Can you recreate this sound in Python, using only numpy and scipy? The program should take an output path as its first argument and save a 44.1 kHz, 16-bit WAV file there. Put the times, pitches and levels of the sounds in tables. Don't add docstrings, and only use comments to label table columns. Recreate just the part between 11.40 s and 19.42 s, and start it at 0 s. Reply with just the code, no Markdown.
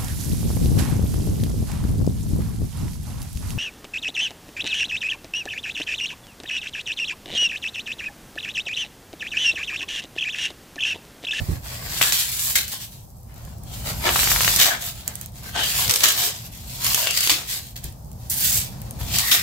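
import sys
import numpy as np
from scipy import signal
from scipy.fft import rfft, irfft, next_fast_len
from scipy.io import wavfile
from scipy.ndimage import map_coordinates

SR = 44100
rng = np.random.default_rng(int(sys.argv[2]) if len(sys.argv) > 2 else 0)


def unload_wav(signal):
    wavfile.write(
        sys.argv[1],
        SR,
        np.round(np.clip(np.atleast_2d(signal).T, -1, 1) * 32767).astype(np.int16),
    )


N = 353682

# start_s, level_db, rise_s, t60_s, powder_share
BLOCK_BREAKS = [(0.611, -3, 0.003, 0.46, 0.3), (1.154, -1.5, 0.0005, 0.32, 0.2),
                (1.279, -17.5, 0.00053, 0.25, 1), (3.188, 7.5, 0.011, 0.31, 0),
                (4.634, 4, 0.00093, 0.39, 0.12), (5.896, 0.5, 0.00049, 0.28, 0.01),
                (6.357, -12, 0.003, 0.16, 0.78), (6.435, -27, 0.003, 0.43, 0.6),
                (6.897, -10.5, 0.0017, 0.43, 1), (7.912, 2.5, 0.0036, 0.31, 0)]
# start_s, level_db, pitch_hz
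CRUST_SNAPS = [(0.7227, -1, 4580), (0.7293, -4.5, 7770), (3.046, -2.5, 2800), (3.1053, -8, 7900),
               (3.161, 1.5, 7450), (4.2341, -9, 3460), (4.4782, -6, 4650), (4.495, 1, 4780),
               (4.5013, -1.5, 3630), (4.5094, 0.5, 5890), (4.5382, -2, 5850), (4.559, -1, 4500),
               (4.6064, -6.5, 3270), (5.4446, -6, 8220), (5.4646, -3.5, 4320), (5.5452, 3, 7350),
               (5.708, -3.5, 6130), (5.773, -2, 4970), (5.806, -3.5, 7400), (5.8732, -1.5, 3370),
               (7.785, 1, 7430)]
# freq_hz, gain_db
POWDER_SPECTRUM = [(800, -28.5), (2700, -34), (4200, -10.5), (6000, -5.5), (7700, -1), (9500, -5),
                   (11000, -2), (12700, 1), (15500, -2)]
# time_s, position (0 middle, 1 right edge)
HAND_PATH = [(0, 0.72), (.4, 0.051), (6.2, 0), (6.6, 0.85), (7.3, 1), (7.65, 0)]


def amp(db):
    return 10 ** (np.asarray(db) / 20)


def unit(x):
    return x / np.sqrt(np.mean(x ** 2) + 1e-20)


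def pan(left_over_right_db):
    return amp(np.array([[1], [-1]]) * left_over_right_db / 2)


def along(points, hz):
    freq_hz, values = np.transpose(points)
    return np.interp(np.log(hz + 1), np.log(freq_hz + 1), values)


def curve(points):
    return np.interp(np.arange(N) / SR, *np.transpose(points))


def wobble(rate_hz):
    knots = rng.standard_normal(int(N * rate_hz / SR) + 4)
    return map_coordinates(knots, [np.arange(N) * rate_hz / SR], order=2)


def filtered(x, response):
    size = next_fast_len(x.shape[-1] + SR // 8)
    return irfft(rfft(x, size) * response(np.fft.rfftfreq(size, 1 / SR)), size)[..., :x.shape[-1]]


def colour(x, spectrum, size=4096):
    cepstrum = irfft(np.log(amp(along(spectrum, np.fft.rfftfreq(size, 1 / SR)))))
    cepstrum[1:size // 2] *= 2
    cepstrum[size // 2 + 1:] = 0
    impulse = irfft(np.exp(rfft(cepstrum)))
    return signal.fftconvolve(x, impulse[None] / np.linalg.norm(impulse), axes=1)[:, :x.shape[1]]


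def resonance(x, hz, q):
    return filtered(x, lambda f: 1j * f * hz / q / (hz * hz - f * f + 1j * f * hz / q))


def noise(size=N):
    # freq_hz, correlation
    likeness = [(30, 0.67), (60, 0.81), (130, 1), (290, 0.8), (640, 0), (1400, 0.07), (4000, 0), (12000, 0)]

    def mid_side_gains(hz):
        angle_rad = np.arccos(np.clip(along(likeness, hz), -1, 1)) / 2
        return np.array([np.cos(angle_rad), np.sin(angle_rad)])

    mid, side = filtered(rng.standard_normal((2, size)), mid_side_gains)
    return np.array([mid + side, mid - side])


def add(track, start_s, sound):
    part = track[:, max(round(start_s * SR), 0):][:, :sound.shape[1]]
    part += sound[:, :part.shape[1]]


def grains(rate_hz, spread_db, clump_db):
    fires = rng.random(N) < rate_hz / SR
    size_db = spread_db * np.clip(rng.standard_normal(N), -2, 2) + clump_db * wobble(260)
    left = fires * amp(size_db) * rng.choice([-1, 1], N)
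    delay_samples = np.round(3 - 23 * curve(HAND_PATH) + 8 * rng.laplace(size=N)).astype(int)
    right = np.bincount(np.clip(np.arange(N) + delay_samples, 0, N - 1), left, N)
    return np.array([left, right])


def hollows(x, depth_db, width_hz, life_s):
    spectra = signal.stft(x, nperseg=1024)[2]
    bins, frames = np.indices(spectra.shape[1:])
    knots = rng.standard_normal((512, 700))
    grid = [bins * SR / 1024 / width_hz, frames * 512 / SR / life_s]
    gain_db = depth_db * map_coordinates(knots, grid, order=1, mode="mirror")
    return unit(signal.istft(spectra * amp(gain_db), nperseg=1024)[1][:, :N])


def background():
    # time_s, level_db
    swell = [(0.0, -27), (0.06, -39), (0.11, -36), (0.29, -39.5), (0.64, -36.5), (0.67, -42), (1.83, -42),
             (2.48, -31.5), (3.06, -31), (3.24, -41), (4.38, -38), (4.49, -31.5), (4.53, -47),
             (5.52, -35.5), (5.58, -46), (7.75, -30.5), (7.95, -44), (8.02, -34.5)]
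    # freq_hz, gain_db
    rumble_spectrum = [(20, -24.5), (32, -12.5), (48, 1.5), (70, 0.5), (90, -3.5), (117, 2), (150, -5.5),
                       (210, -10), (290, -20), (420, -29.5), (900, -44)]
    # freq_hz, gain_db
    air_spectrum = [(100, -8), (350, -6), (550, 0.5), (800, 1.5), (1200, -9.5), (2500, -35), (5000, -14.5),
                    (15500, -36)]
    rumble = unit(colour(noise(), rumble_spectrum))
    air = unit(colour(noise(), air_spectrum))
    return amp(curve(swell)) * (rumble + amp(-14) * air)


def stroke(full_s, hold_s, rise_db_per_s, fall_db_per_s):
    t = np.arange(N) / SR - full_s
    gain_db = rise_db_per_s * np.minimum(t, 0) - fall_db_per_s * np.maximum(t - hold_s, 0)
    return amp(np.maximum(gain_db, -120))


def handling(trickle_db=-59):
    # full_s, hold_s, level_db, tearing_offset_db
    rubs = [(0.0, 0.16, -49.5, 1.5), (0.254, 0.12, -42, -1.5), (0.41, 0.22, -45.5, 3.5),
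            (1.321, 0.015, -34, -12), (1.412, 0.03, -40, -16), (1.522, 0.051, -51.5, -13),
            (1.902, 0.11, -64, 10), (1.968, 0.16, -58, -0.5), (2.27, 0.058, -53, -6),
            (2.333, 0.035, -41.5, -6.5), (2.4, 0.18, -45.5, -6), (2.465, 0.038, -35.5, -2),
            (3.42, 0.063, -34.5, -8.5), (3.553, 0.29, -50, -8), (3.683, 0.023, -53, 9),
            (3.968, 0.028, -47, -8), (4.041, 0.058, -44, -4.5), (4.947, 0.12, -46.5, -8),
            (5.13, 0.17, -47.5, -10), (5.3, 0.075, -41.5, -27), (5.98, 0.046, -43.5, -2),
            (6.091, 0.082, -34, -14), (6.239, 0.053, -49.5, -19), (6.444, 0.012, -44.5, -3.5),
            (6.82, 0.07, -54.5, -10), (7.33, 0.17, -58.5, 0.5), (7.61, 0.006, -40, -4.5)]
    # full_s, hold_s, rise_db_per_s, level_db, powder_offset_db, tearing_offset_db
    squeezes = [(0.62, 0.2, 113, -26.5, -1, -26), (0.954, 0.23, 66, -33, 5, -14),
                (2.777, 0.064, 114, -24.5, 3, -13), (2.893, 0.38, 143, -25.5, 1.5, -10),
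                (4.234, 0.12, 280, -28, -2.5, -11), (4.387, 0.041, 172, -26.5, 0, -10),
                (4.495, 0.21, 199, -27.5, -0.5, -13), (4.797, 0.067, 145, -25.5, -1, -11.5),
                (5.45, 0.2, 229, -26.5, -1, -14.5), (5.754, 0.17, 139, -26, -3.5, -21.5),
                (6.915, 0.1, 900, -36.5, 9.5, -9.5), (7.047, 0.13, 380, -29.5, 7.5, -15),
                (7.761, 0.046, 163, -25, -4, -17), (7.883, 0.065, 220, -27.5, 5, -11.5)]
    # full_s, hold_s, rise_db_per_s, level_db
    tears = [(0.637, 0.06, 150.5, -38.5), (2.664, 0.016, 380, -22), (3.226, 0.12, 302, -33),
             (4.162, 0.051, 1100, -27), (4.624, 0.022, 900, -30), (5.558, 0.11, 90, -37.5)]
    cells, powder, tearing = np.zeros(N), np.full(N, amp(trickle_db) ** 2), np.zeros(N)
    for *timing, level_db, tearing_db in rubs:
        rub = amp(level_db) * stroke(*timing, rise_db_per_s=454, fall_db_per_s=257)
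        cells += rub ** 2
        powder += (amp(0.5) * rub) ** 2
        tearing += (amp(tearing_db) * rub) ** 2
    for *timing, level_db, powder_db, tearing_db in squeezes:
        press = amp(level_db) * stroke(*timing, fall_db_per_s=158)
        cells += press ** 2
        powder += (amp(level_db + powder_db) * stroke(*timing, fall_db_per_s=226)) ** 2
        tearing += (amp(tearing_db) * press) ** 2
    for *timing, level_db in tears:
        tear = amp(level_db) * stroke(*timing, fall_db_per_s=281)
        cells += (amp(-2) * tear) ** 2
        tearing += tear ** 2
    return np.sqrt([cells, powder, tearing])


def stalls():
    gain_db = np.zeros((1, N))
    dip = np.linspace(0, 1, SR // 40)[None] ** 0.5
    lead_s = dip.size / SR
    for start_s, _, rise_s, *_ in BLOCK_BREAKS:
        add(gain_db, start_s - lead_s, -6 * dip * np.exp(-rise_s / 0.0044))
    for start_s, *_ in [*CRUST_SNAPS, *jerks()]:
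        add(gain_db, start_s - lead_s, -2.2 * dip)
    return amp(gain_db)


def crunch():
    # freq_hz, gain_db
    cell_spectrum = [(200, -24.5), (700, -24.5), (1400, -11), (2100, -5), (3200, 0), (4600, 0.5),
                     (6000, -3), (7600, -3), (9500, -10.5), (15500, -16.5)]
    # freq_hz, gain_db
    tear_spectrum = [(120, -26), (300, -9.5), (500, -8.5), (680, -1.5), (830, -5.5), (980, -2),
                     (1200, -5.5), (1700, -4), (2300, -7.5), (4000, -20), (10000, -46.5)]
    cell_gain, powder_gain, tearing_gain = handling()
    cells = colour(grains(rate_hz=8000, spread_db=5, clump_db=1), cell_spectrum)
    cells = cell_gain * hollows(cells, depth_db=3, width_hz=215.7, life_s=0.07)
    powder = colour(grains(rate_hz=14000, spread_db=6, clump_db=1.2), POWDER_SPECTRUM)
    powder = powder_gain * hollows(powder, depth_db=3, width_hz=350, life_s=0.08)
    tearing = colour(grains(rate_hz=2500, spread_db=5, clump_db=2), tear_spectrum)
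    tearing = tearing_gain * hollows(tearing, depth_db=4.5, width_hz=119.6, life_s=0.08)
    grip_db = 1.2 * wobble(45)
    return (amp(2.5) * cells + amp(5) * powder + amp(1.5) * tearing) * amp(grip_db) * stalls()


def bumps(t60_s=0.22):
    # start_s, level_db, left_over_right_db
    knocks = [(0.009, -20, -16.5), (0.087, -11, -6.5), (0.111, -16.5, -11), (6.445, -20.5, 4),
              (7.608, -23, 10)]
    # freq_hz, gain_db
    tray_spectrum = [(20, -9.5), (35, -3.5), (55, 4), (110, -0.5), (200, -15), (330, -18.5), (600, -31),
                     (2000, -46.5)]
    out, t = np.zeros((2, N)), np.arange(SR // 3) / SR
    for start_s, level_db, pan_db in knocks:
        thud = colour(noise(len(t)) * amp(-60 * t / t60_s), tray_spectrum)
        add(out, start_s, amp(level_db - 2.5) * pan(pan_db) * thud / np.abs(thud).max())
    return out


def specks():
    return amp(-61) * unit(colour(grains(rate_hz=16, spread_db=3, clump_db=1), POWDER_SPECTRUM))


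def breaks(rush_t60_s=0.042):
    # freq_hz, gain_db
    avalanche_spectrum = [(100, -18), (400, -11), (900, -14.5), (1500, -3), (2200, -0.5), (3500, 4),
                          (5000, 1), (7500, -0.5), (9500, -8.5), (13000, -2.5), (15500, -2.5)]
    out, t = np.zeros((2, N)), np.arange(SR // 2) / SR
    coarse = colour(grains(rate_hz=9000, spread_db=8, clump_db=3.5), avalanche_spectrum)
    coarse = hollows(coarse, depth_db=4, width_hz=180, life_s=0.1)
    fine = unit(colour(grains(rate_hz=24000, spread_db=1, clump_db=8), POWDER_SPECTRUM))
    for start_s, level_db, rise_s, t60_s, powder_share in BLOCK_BREAKS:
        decay = 1.63 * amp(-60 * t / rush_t60_s) + amp(-60 * t / t60_s)
        envelope = decay * (1 - np.exp(-t / rise_s))
        span = slice(round(start_s * SR), round(start_s * SR) + len(t))
        debris = np.sqrt(1 - powder_share) * coarse[:, span] + np.sqrt(powder_share) * fine[:, span]
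        add(out, start_s, amp(level_db - 13) * envelope[:debris.shape[1]] * debris)
    return out


def jerks(judder_s=2.7905, first_gap_s=0.0403, gap_ratio=1.034, growth_db=0.7, pitch_hz=1850):
    # start_s, level_db, pitch_hz
    single_slips = [(0.612, -7.5, 1740), (0.722, -16, 2630), (2.69, -8, 1980), (2.758, -9, 1230),
                    (3.077, -6.5, 1950), (5.67, -10.5, 2860), (5.894, -11, 2800)]
    gaps_s = first_gap_s * gap_ratio ** np.arange(6)
    starts_s = judder_s + np.cumsum(gaps_s) - gaps_s
    judder = [(start_s, -14 + growth_db * k, pitch_hz) for k, start_s in enumerate(starts_s)]
    return [*single_slips, *judder]


def slips(puff_t60_s=0.02):
    out, t = np.zeros((2, N)), np.arange(SR // 12) / SR
    for start_s, level_db, pitch_hz in jerks():
        push = 3 * np.exp(-t / 0.0001) + noise(len(t)) * amp(-60 * t / puff_t60_s)
        block = unit(resonance(resonance(push, pitch_hz, q=0.99), pitch_hz, q=0.59))
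        cupped = unit(resonance(resonance(push, hz=900, q=0.39), hz=895, q=0.65))
        add(out, start_s + 0.0015, amp(level_db - 20) * unit(block + 0.4 * cupped))
    return out


def crunch_resonances():
    # centre_s, length_s, pitch_hz, level_db
    rings = [(0.66, 0.098, 1680, -31.5), (2.668, 0.059, 612, -29.5), (2.677, 0.039, 350, -33),
             (3.16, 0.031, 170, -33.5), (3.321, 0.072, 1620, -27.5), (4.219, 0.11, 3130, -24),
             (4.507, 0.1, 487, -37), (5.628, 0.05, 680, -36), (5.696, 0.097, 2840, -26.5),
             (5.919, 0.031, 295, -35), (7.922, 0.19, 1950, -29)]
    out, t = np.zeros((2, N)), np.arange(-SR // 5, SR // 5) / SR
    for centre_s, length_s, pitch_hz, level_db in rings:
        ring = unit(resonance(resonance(noise(len(t)), pitch_hz, q=10), pitch_hz, q=2))
        add(out, centre_s + t[0], amp(level_db) * ring * np.exp(-(2 * t / length_s) ** 2))
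    return out


def snaps(rise_s=0.00034, t60_s=0.021):
    out, t = np.zeros((2, N)), np.arange(SR // 12) / SR
    envelope = amp(-60 * t / t60_s) * (1 - np.exp(-t / rise_s))
    for start_s, level_db, pitch_hz in CRUST_SNAPS:
        burst = noise(len(t))
        crack = unit(resonance(burst, pitch_hz, q=1) + 0.24 * burst)
        add(out, start_s, amp(level_db - 7.5) * crack * envelope)
    return out


def crumbs(tick_t60_s=0.0069, dust_t60_s=0.028):
    # start_s, peak_db, left_over_right_db
    landings = [(1.281, -17, -6), (2.051, -27, 0), (2.236, -26, -3), (3.6783, -2, -5), (3.755, -13.5, -8.0),
                (3.813, -14.5, -9), (3.8604, -19, -4), (6.7161, -29, -3), (7.4175, -18.5, 5),
                (7.5093, -14.5, 1)]
    out, t = np.zeros((2, N)), np.arange(SR // 6) / SR
    envelope = amp(-60 * t / tick_t60_s) + 0.097 * amp(-60 * t / dust_t60_s)
    for start_s, peak_db, pan_db in landings:
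        touch = noise(len(t)) * envelope
        tick = resonance(touch, hz=8300, q=1.9) + resonance(touch, hz=12300, q=5.4)
        tick += 0.3 * resonance(touch, hz=3400, q=2.3)
        add(out, start_s, amp(peak_db) * pan(pan_db) * tick / np.abs(tick).max())
    return out


def room(x):
    # freq_hz, t60_s
    decay = [(200, 0.4), (2000, 0.23), (8000, 0.11), (15000, 0.026)]
    hz, t, spectra = signal.stft(rng.standard_normal((2, SR // 3)), SR, nperseg=256)
    tail = signal.istft(spectra * amp(-60 * t / along(decay, hz)[:, None]), SR, nperseg=256)[1]
    impulse = np.pad(tail, ((0, 0), (SR // 250, 0))) / np.linalg.norm(tail[0])
    return signal.fftconvolve(x, impulse, axes=1)[:, :N]


def scene():
    hands = (crunch() + breaks()) * pan(-1.6 * curve(HAND_PATH))
    foam = hands + crunch_resonances() + snaps() + slips() + crumbs() + specks()
    return foam + amp(-9.5) * room(foam) + bumps() + background()


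def record(dry, cutoff_hz=15700):
    # freq_hz, left_over_right_db
    imbalance = [(60, -0.5), (200, 1), (380, -4), (650, 6.5), (1290, 1.5), (2400, 2.5), (4400, .5),
                 (8100, 1), (14000, -2.5)]
    ports = filtered(dry, lambda hz: pan(along(imbalance, hz)))
    rounded = ports / (1 + ports ** 6) ** (1 / 6)
    return filtered(rounded, lambda hz: 1 / np.sqrt(1 + (hz / cutoff_hz) ** 200))


dry = scene()
out = record(dry)
unload_wav(out)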